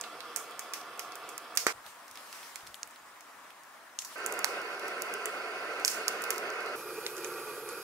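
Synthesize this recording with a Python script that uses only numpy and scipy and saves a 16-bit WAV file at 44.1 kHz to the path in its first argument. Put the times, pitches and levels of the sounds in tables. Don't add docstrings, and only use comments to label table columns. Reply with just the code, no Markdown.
import sys
import numpy as np
from scipy import signal
from scipy.fft import rfft, irfft, next_fast_len
from scipy.io import wavfile
from scipy.ndimage import uniform_filter1d, minimum_filter1d, map_coordinates

SR = 44100
rng = np.random.default_rng(int(sys.argv[2]) if len(sys.argv) > 2 else 0)


def convert_level_to_amplitude(level_db):
    exponent = np.asarray(level_db, float) / 20
    return 10 ** exponent


def store_pcm(level_fs):
    pcm = np.round(np.clip(level_fs, -1, 1) * 32767).astype(np.int16)
    wavfile.write(sys.argv[1], SR, np.atleast_2d(pcm).T)


N = 345285
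TOP_HZ = 15745

PLACE_EDGES = [0, 1.726, 4.157, 6.757, 7.9]
# centre in Hz, width in Hz, level in dB.
ROAR_RESONANCES = [
    [(137, 16, -18.5), (229, 28, -15.5), (312.4, 15, -5), (484, 46, -4.5), (710, 65, -1.5), (910, 45, -7.5),
     (1168, 196, -0.5), (1374, 86, -1.5), (1560, 54, -10), (1730, 84, -8), (2030, 63, -10.5),
     (2253, 43, -5), (2520, 70, -12), (2676, 45, -9.5)],
    [(288, 130, -10.5), (638, 145, -12), (1094, 480, 0)],
    [(141, 21, -28.5), (200, 9, -15.5), (430, 120, -2), (580, 35, -5.5), (710, 144, -6), (1024, 124, -6.5),
     (1377, 197, -1.5), (1549, 39, -1), (1815, 58, -7), (2026, 190, -8), (2205, 70, -5.5), (2510, 270, -9),
     (2600, 92, -28)],
    [(138, 13, -17.5), (360, 36, -2), (440, 72, 1), (557, 40, -9), (880, 270, -12), (1184, 94, -5.5),
     (1400, 160, -5.5), (1590, 100, -13), (1900, 97, -16), (2210, 88, -20), (2460, 135, -9.5)],
]
# frequency in Hz, density in dB per Hz.
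ROAR_BED = [
    [(18, -74), (30, -34), (150, -20), (400, 1), (1200, -3.5), (2400, -21), (4000, -11), (5200, -49),
     (8800, -120)],
    [(18, -64), (30, -23), (151, -11.5), (237, -11), (527, -0.5), (647, 3.5), (974, -0.5), (1730, 4),
     (4000, -16), (5200, -48), (8800, -120)],
    [(18, -68), (30, -44), (130, -23.5), (400, -12), (1400, -8), (2300, -14), (3100, -39), (4000, -41),
     (5200, -44), (8800, -120)],
    [(18, -82), (30, -54), (100, -19.5), (300, -13), (700, -20), (1500, -19), (2300, -15), (4000, -21),
     (5200, -58), (8800, -120)],
]
# frequency in Hz, level in dB.
HISS_SPECTRUM = [
    [(1650, 0), (2800, -1), (3370, 3), (3800, -7.5), (4920, -1.5), (6620, -11), (9600, -9), (11500, -14),
     (15100, -13.5), (16100, -30), (16500, -43)],
    [(1650, -1), (2800, -1.5), (4400, -3), (4920, -2.5), (9250, -4.5), (15100, -9.5), (15800, -9),
     (16100, -1), (16500, -40)],
    [(1650, -23), (2800, -2.5), (3200, -10.5), (3950, -11.5), (4750, -8), (5200, -13), (5600, -14),
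     (6200, -15.5), (7500, -20.5), (9200, -21.5), (9800, -17.5), (10500, -20.5), (12000, -26.5),
     (15700, -27)],
    [(1650, -33), (2800, -7.5), (4200, -3.5), (5000, -0.5), (5400, -4.5), (8200, -7.5), (9300, -5.5),
     (10000, -0.5), (10600, -1), (11500, 0), (12300, -2.5), (12900, -7), (13600, -3), (14500, -13),
     (15700, -9)],
]
# frequency in Hz, correlation from 0 to 1.
CORRELATION = [
    [(60, 0.99), (290, 0.99), (690, 0.92), (1380, 0.9), (2070, .55), (2930, 0.45), (5000, 0.35),
     (15000, 0.2)],
    [(60, 0.97), (290, 0.94), (690, 0.72), (1700, 0.6), (2400, .4), (3400, 0.15), (15000, 0.14)],
    [(290, 0.99), (690, 0.91), (1030, .55), (1380, 0.88), (1720, .3), (2200, .6), (3450, .45), (8000, 0.2)],
    [(290, 0.995), (1380, 0.97), (2070, .62), (2410, .8), (3450, 0.55), (4800, .25), (6500, 0.55),
     (13000, 0.25)],
]
# frequency in Hz, left over right in dB.
LEVEL_TILT = [
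    [(60, 0.0), (240, -0.5), (950, -1.0), (3770, -2.0), (15000, -3.0)],
    [(60, 0.0), (240, 0.5), (950, 1.5), (3770, 0.5), (15000, 0.0)],
    [(60, 0.0), (240, -1.5), (950, -2.5), (3770, -2.5), (15000, -3.0)],
    [(60, 0.0), (240, -0.5), (950, -3.0), (3770, -2.5), (15000, -1.0)],
]
# frequency in Hz, lead of the right port in radians.
PHASE_LEAD = [
    [(700, 0), (2900, .3), (3450, -.3), (5500, -.7)],
    [(1400, -.1), (2100, -.8), (3000, -1), (6000, -.4), (9000, .4)],
    [(700, 0), (1380, -.45), (1750, -.3), (2070, 1.2), (2400, 3.5), (4100, 3.7), (4800, 5.9), (10000, 5.7)],
    [(2900, 0), (3450, 2.3), (4130, 2.9), (4800, 4.8), (7750, 5.5), (10300, 6.4)],
]
# centre in Hz, width in Hz, depth from 0 to 1.
ECHO_NOTCHES = [
    [(175, 18, 0.3), (280, 25, .3), (367, 20, 0.4), (2220, 50, 0.5), (3130, 70, .35), (3800, 60, 0.4)],
    [(1570, 60, 0.3)],
    [(168, 14, .6), (523, 17, 0), (910, 80, 0.13), (1690, 54, 0), (1890, 50, .35), (2060, 40, 0.45),
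     (2330, 60, 0.3), (3030, 82, 0.45), (3570, 200, .2), (4000, 80, 0.4)],
    [(194, 25, 0.2), (636, 35, 0.3), (1070, 45, 0.7), (1520, 35, .3), (1785, 50, 0.2), (2320, 45, .5),
     (2750, 60, .35), (3040, 50, 0.4), (10500, 300, .25)],
]
# roar in dB, hiss in dB, roar drift in dB/s, hiss drift in dB/s.
STOVE_LEVELS = [
    (-45.5, -52.5, -1.1, -1.4),
    (-52.5, -57.5, -0.9, -1.6),
    (-38, -48.5, 0.28, -0.2),
    (-41, -48, -0.8, -0.4),
]
# start in dB, time constant in seconds.
STOVE_FADE_IN = [
    (0, .05),
    (0, .05),
    (-3, .04),
    (0, .05),
]
# centre in seconds, half length in seconds,
# hiss rise in dB.
HISS_SWELLS = [
    (1.886, 0.039, 6),
    (2.402, 0.21, 8),
    (4.148, 0.057, 10.5),
    (4.507, 0.083, 1),
    (6.043, 0.23, 3),
]
# start in seconds, level in dB.
THUDS = [
    (1.74, -66),
    (1.85, -71),
    (2.10, -68),
    (2.629, -62),
    (2.67, -68),
    (2.82, -74),
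    (3.0, -75),
    (3.07, -82),
    (7.79, -72),
]
# frequency in Hz, t60 in seconds.
TREE_DECAY = [
    (300, 0.37),
    (1500, 0.14),
    (6000, 0.28),
    (15000, 0.33),
]
# start in seconds, peak in dB, ring in Hz, upper ring in dB, rattle t60 in s.
LOG_DROPS = [
    (1.666, -15, 430, 1, 0.014),
    (4.4437, -19.5, 760, -2, 0.0084),
]
LEFT_LAG = [6, 0, 7, 5]
FIRE_PAN = [-8, -2.5, -7, -7.5]
FIRE_AIR = [1, 1.5, 1, -1]
# start in seconds, peak in dB, crack in Hz, sharp edge in dB, echo in dB.
TWIGS = [(.0112, -27, 6740, -13.5, -8), (.361, -22, 6260, -6, -3), (.5928, -26.5, 6160, -5.5, -3.5),
         (1.1546, -33.5, 3370, 5, -2), (1.29, -37, 6300, -5, 1), (1.3789, -29, 5700, -1, -10),
         (1.574, -19, 6240, -5, -11.5), (1.5755, -16.5, 5400, -16, -4), (1.6662, -21, 7260, -10.5, -5),
         (1.669, -24.5, 5200, -20, 3.5), (3.9882, -23.5, 6440, -32, -3), (3.988, -29, 3800, -34, -7),
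         (2.1118, -41.5, 5310, -2, -7), (2.5571, -33.5, 7600, -16, -10), (2.7431, -35.5, 3630, -10, -11),
         (2.8304, -26.5, 6200, -21, -19), (2.8318, -40, 4560, -24, -20), (4.0474, -35, 5470, -6, 5),
         (4.2619, -23, 7400, -9.5, -15), (4.3905, -28.5, 6700, -5, -14), (5.0202, -24.5, 5360, -0.5, -11),
         (5.1386, -29, 4900, 2, -14), (5.2566, -23, 7700, -9.5, -9.5), (5.8482, -4, 5770, -13.5, -13),
         (5.8785, -11, 5640, -11.5, -3.5), (6.0807, -16.5, 5700, -9.5, -11)]
# start in seconds, peak in dB, crack in Hz, edge in dB, echo in dB.
LOGS = [(0.038, -37, 3970, -18, 3.5), (0.7354, -25, 5650, -5, 1), (0.9935, -27.5, 5700, -5, -0.5),
        (1.5725, -11, 5700, -8.5, -3.5), (4.3234, -29.5, 6700, -6, -16), (4.4439, -11.5, 5200, -9, -11.5),
        (6.2203, -30, 5500, 8, -3), (6.239, -28, 4700, -2, -9), (6.3047, -18.5, 5800, -1.5, -5.5),
        (6.3804, -29.5, 4980, -2, -7), (6.5022, -35.5, 5350, -11, -9), (7.064, -23, 4770, -15, -12),
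        (7.2453, -29, 6740, -28, -3), (7.689, -36, 7170, -12, -4)]
# start in seconds, peak in dB, crack in Hz.
EMBERS = [(0.2047, -35, 4160), (.521, -47, 3410), (.813, -42, 5540), (1.1205, -39, 5150),
          (1.8635, -41, 4100), (2.0802, -43, 5700), (2.1555, -39.5, 5280), (2.173, -38, 4100),
          (2.327, -35.5, 5200), (2.4304, -44.5, 3950), (2.558, -35, 5030), (2.607, -49, 3000),
          (2.6672, -42.5, 4070), (2.672, -38.5, 5100), (2.8737, -42.5, 9000), (2.909, -47, 7170),
          (2.9595, -46, 3960), (3.207, -43, 5940), (3.5047, -46.5, 3340), (3.634, -48, 6300),
          (4.0201, -34.5, 5730), (4.6162, -42, 4980), (4.795, -39, 4870), (4.881, -36.5, 5230),
          (6.36, -38, 4800), (6.6054, -42, 4590), (6.6603, -41, 4730), (7.167, -37.5, 6700),
          (7.18, -38, 6500), (7.34, -43, 4950)]
# start in seconds, peak in dB.
SPLINTERS = [(.37, -31), (.975, -50), (1.5524, -39), (1.5605, -39), (1.675, -34), (3.999, -45),
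             (4.1804, -44), (4.269, -35), (4.277, -46), (4.338, -38), (4.452, -30), (.509, -47),
             (2.565, -46), (2.681, -53), (2.7505, -48), (2.754, -46), (4.2015, -52), (4.2405, -52),
             (5.797, -43), (5.887, -31), (7.007, -46), (7.0654, -31), (7.272, -44), (5.857, -17),
             (5.8655, -30), (5.8738, -31), (5.9, -27), (5.914, -30), (6.088, -33)]
# start in seconds, extra body in dB, extra left over right in dB.
ODD_WOOD = [(.361, 3.5, -1.5), (.5928, 5.5, 3), (.7352, 3, 2.5), (.9934, 4.5, 1), (1.3789, 10, 1.5),
            (2.1555, 4, 0), (2.327, 5, 0), (2.4307, 8, -4), (2.5574, 5, -7), (2.7431, 0, 7),
            (2.8302, 4.5, -3.5), (3.9883, 0, 6), (4.0206, 3, 7), (4.0486, -2, 0), (4.2617, 4, -2),
            (4.3234, 0, -2), (4.4437, 1, -2), (5.0203, 3, 3), (5.2563, 8, -0.5), (5.8487, 3, 3),
            (5.8787, 4, -1), (6.0808, 4, -2.5), (6.3052, 5, -0.5), (7.064, 4.5, 3.5), (7.2456, 4, -1)]


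def unit(x):
    return x / np.sqrt(np.mean(x ** 2) + 1e-20)


def along(points, hz):
    f, v = np.transpose(points)
    return np.interp(np.log(hz + 1), np.log(f + 1), v)


def wobble(size, rate):
    knots = rng.standard_normal(int(size * rate / SR) + 4)
    return map_coordinates(knots, [np.arange(size) * rate / SR])


def filtered(x, response):
    m = next_fast_len(x.shape[-1] + 4096)
    return irfft(rfft(x, m) * response(np.fft.rfftfreq(m, 1 / SR)), m)[..., :x.shape[-1]]


def peak(hz, centre_hz, width_hz):
    return 1j * hz * width_hz / (centre_hz ** 2 - hz ** 2 + 1j * hz * width_hz + 1e-9)


def thuds():
    out, t = np.zeros(N + SR), np.arange(SR // 4) / SR
    push = t / 0.02 * np.exp(1 - t / 0.018)
    for start, db in THUDS:
        lump = filtered(rng.standard_normal(len(t)), lambda hz: peak(hz, 71, 130) ** 2)
        out[round(start * SR):][:len(t)] += convert_level_to_amplitude(db) * unit(lump) * push
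    return out[:N]


def trees(size):
    hz, t, z = signal.stft(rng.standard_normal((2, size)), SR, nperseg=128)
    z[1] *= np.clip(hz / 2500, .1, 1)[:, None]
    decay = convert_level_to_amplitude(-60 * t / along(TREE_DECAY, hz)[:, None])
    mid, side = signal.istft(z * decay, SR, nperseg=128)[1][:, :size]
    u = np.arange(size) / SR
    swell = np.exp(-u / 0.0091) + 0.52 * (1 - np.exp(-(u / 0.019) ** 2))
    tail = filtered(np.array([mid + side, mid - side]) * swell, lambda hz: hz < TOP_HZ)
    return tail / np.linalg.norm(tail[0])


def log_drop():
    out, u = np.zeros((2, N + SR)), np.arange(2600) / SR
    for start, db, ring_hz, upper_db, t60 in LOG_DROPS:
        blow = rng.standard_normal(len(u)) * convert_level_to_amplitude(-60 * u / t60)
        blow[:3] = 2.6
        echo = filtered(trees(size=len(u)), lambda hz: peak(hz, 1600, 2600))
        echo = convert_level_to_amplitude(6) * np.linalg.norm(blow) * echo * np.clip(u / 0.015, 0, 1)
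        wood = lambda hz: (peak(hz, ring_hz, 0.29 * ring_hz) * peak(hz, 0.78 * ring_hz, 920)
                           - 1.05 * peak(hz, 1280, 360)
                           + convert_level_to_amplitude(upper_db) * peak(hz, 2330, 640) * peak(hz, 1820, 790))
        shading = lambda hz: convert_level_to_amplitude(np.outer([-3, 3], np.clip(hz / 1200, 0, 1)))
        rattle = filtered(blow + echo, lambda hz: wood(hz) * shading(hz))
        rattle[0] = np.roll(rattle[0], shift=LEFT_LAG[0])
        low_ring = lambda hz: peak(hz, ring_hz, 0.52 * ring_hz) * peak(hz, 0.65 * ring_hz, 0.97 * ring_hz)
        thump = filtered(1. * (u < 1 / SR), low_ring)
        sound = rattle / np.max(np.abs(rattle)) + convert_level_to_amplitude(-13.5) * thump / np.max(np.abs(thump))
        out[:, round(start * SR) + 30:][:, :len(u)] += convert_level_to_amplitude(db + 8.0) * sound
    return out[:, :N]


def pop(excite, crack_hz, edge_db, body_db):
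    crack = lambda hz: (1.3 * peak(hz, .9 * crack_hz, 1900) * peak(hz, 1.12 * crack_hz, 2400)
                        + .2 * peak(hz, 7500, 7000) * peak(hz, 6000, 9000))
    steep = lambda hz: 1j * hz / (0.57 * crack_hz) * peak(hz, 0.52 * crack_hz, 0.44 * crack_hz)
    edge = lambda hz: convert_level_to_amplitude(edge_db) * peak(hz, 10830, 10500) * peak(hz, 8570, 13400)
    body = lambda hz: convert_level_to_amplitude(body_db + 12.0) * peak(hz, 2420, 1640) * peak(hz, 1200, 3400)
    return filtered(excite, lambda hz: crack(hz) * steep(hz) - edge(hz) - body(hz))


def bursts(place):
    ember_edge_db = [-13, -7.5, -4, -19][place]
    rows = [(*row, -24) for row in TWIGS]
    rows += [(*row, -16) for row in LOGS]
    rows += [(*row, ember_edge_db, -3, -15.5) for row in EMBERS]  # edge, echo, body dB
    rows += [(*row, 7400, -7, -1, -19) for row in SPLINTERS]
    pops = []
    for *voice, body_db in rows:
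        near = [odd[1:] for odd in ODD_WOOD if abs(odd[0] - voice[0]) < .003]
        extra_body_db, extra_pan_db = np.sum([(0, 0)] + near, axis=0)
        pops.append((*voice, body_db + extra_body_db, FIRE_PAN[place] + extra_pan_db))
    return pops


def fire(place, t):
    out, u = np.zeros((2, len(t) + SR)), np.arange(900) / SR
    tearing = 0.61 * convert_level_to_amplitude(-60 * u / 0.0063) + 0.17 * convert_level_to_amplitude(-60 * u / 0.0082)
    onset = 1 - np.exp(-(u / 0.00049) ** 2)
    for start, db, crack_hz, edge_db, wet_db, body_db, pan_db in bursts(place):
        if not t[0] <= start < t[-1]:
            continue
        burst = rng.standard_normal((2, len(u))) * tearing * onset
        burst[0] = 0.97 * burst[0] + 0.28 * burst[1]
        burst[:, :2] = 1.8
        sharp_db = edge_db + FIRE_AIR[place]
        left = pop(burst[0], crack_hz, sharp_db + 0.25 * pan_db, body_db - 0.21 * pan_db)
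        right = pop(burst[1], crack_hz, sharp_db - 0.25 * pan_db, body_db + 0.21 * pan_db)
        gain = convert_level_to_amplitude(db + 7.0) / np.max(np.abs(right))
        at = round((start - t[0]) * SR) + 30
        out[0, at + LEFT_LAG[place]:][:len(u)] += convert_level_to_amplitude(pan_db / 2) * gain * left
        out[1, at:][:len(u)] += convert_level_to_amplitude(-pan_db / 2) * gain * right
        tail = pop(trees(size=9000), crack_hz, max(edge_db, -12) - 0.7, body_db + 3.5)
        tail *= np.linalg.norm(burst[1])
        echo_gain = convert_level_to_amplitude(wet_db + 0.22 * pan_db * np.array([[1], [-1]])) * gain
        out[:, at + 60:][:, :tail.shape[1]] += echo_gain * tail
    return out[:, :len(t)]


def rush(size, gain, place, patchy_db):
    z = signal.stft(rng.standard_normal((2, size + 512)), nperseg=512)[2]
    field = uniform_filter1d(rng.standard_normal(z.shape[1:]), size=5, axis=0)
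    field = uniform_filter1d(field, size=8, axis=1)
    pair = signal.istft(z * convert_level_to_amplitude(patchy_db * unit(field)), nperseg=512)[1][:, :size]
    turn = lambda hz: np.arccos(np.clip(along(CORRELATION[place], hz), -1, .995)) / 2
    dips = lambda hz: np.prod([1 - np.clip(depth, 0, 1) * np.abs(peak(hz, c, w)) ** 2
                               for c, w, depth in ECHO_NOTCHES[place]], axis=0)
    mid, side = filtered(pair, lambda hz: gain(hz) * dips(hz) * [np.cos(turn(hz)), np.sin(turn(hz))])
    tilt = lambda hz: convert_level_to_amplitude(np.outer([.5, -.5], along(LEVEL_TILT[place], hz)))
    lead = lambda hz: np.exp(np.outer([-.5j, .5j], along(PHASE_LEAD[place], hz)))
    return unit(filtered(np.array([mid + side, mid - side]), lambda hz: tilt(hz) * lead(hz)))


def stove(place, t):
    roar_db, hiss_db, roar_drift_db, hiss_drift_db = STOVE_LEVELS[place]
    size, elapsed = len(t), t - t[0]
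    swell_db = sum(db * np.exp(-((t - s) / half) ** 2) for s, half, db in HISS_SWELLS if t[0] <= s < t[-1])
    flutter_db = .25 * wobble(size, 3) + 0.95 * wobble(size, 30.15)

    top_db = max(db for _, _, db in ROAR_RESONANCES[place])
    bands = lambda hz: sum(convert_level_to_amplitude(db - top_db) ** 2 * np.abs(peak(hz, c, 1.53 * w)) ** 4
                           for c, w, db in ROAR_RESONANCES[place])
    bed = lambda hz: convert_level_to_amplitude(along(ROAR_BED[place], hz) - 8.5) ** 2
    roar = rush(size, lambda hz: np.sqrt(bands(hz) * (hz < TOP_HZ) + bed(hz)), place, patchy_db=.9)
    roar_gain = convert_level_to_amplitude(roar_db + roar_drift_db * elapsed + 0.14 * swell_db + flutter_db)

    jet = lambda hz: convert_level_to_amplitude(along(HISS_SPECTRUM[place], hz)) * (hz > 1500) * (hz < TOP_HZ)
    hiss = rush(size, jet, place, patchy_db=1.8)
    leaves = filtered(hiss, lambda hz: peak(hz, 3240, 2500))
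    hiss = hiss + convert_level_to_amplitude(-11) * (1 - convert_level_to_amplitude(-swell_db)) * leaves
    hiss_gain = convert_level_to_amplitude(hiss_db + hiss_drift_db * elapsed + swell_db + .5 * flutter_db)
    return roar_gain * roar + hiss_gain * hiss


def scene():
    edges = np.minimum(np.round(np.array(PLACE_EDGES) * SR).astype(int), N)
    spans = [np.arange(a, b) / SR for a, b in zip(edges, edges[1:])]
    flames = []
    for place, t in enumerate(spans):
        start_db, settle_s = STOVE_FADE_IN[place]
        flames.append(convert_level_to_amplitude(start_db * np.exp(-(t - t[0]) / settle_s)) * stove(place, t))
    flame = np.concatenate(flames, axis=1)
    pops = np.concatenate([fire(place, t) for place, t in enumerate(spans)], axis=1)
    shade = lambda hz: convert_level_to_amplitude(-19 * (hz > TOP_HZ) - .02 * np.maximum(hz - TOP_HZ, 0)) * (hz < 17000)
    steady = filtered(flame + log_drop(), lambda hz: hz < TOP_HZ)
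    return steady + filtered(pops, shade) + thuds()


def band_limit(x):
    return signal.sosfilt(signal.butter(12, 17030, fs=SR, output="sos"), x)


def record(dry):
    over_db = np.maximum(20 * np.log10(np.max(np.abs(dry), axis=0) + 1e-9) + 4, 0)
    held_db = -minimum_filter1d(-over_db, size=200)
    fall_db = 90 * np.arange(N) / SR
    duck_db = np.maximum.accumulate(held_db + fall_db) - fall_db
    return band_limit(dry * convert_level_to_amplitude(-.85 * uniform_filter1d(duck_db, size=90)))


dry = scene()
out = record(dry)
store_pcm(out)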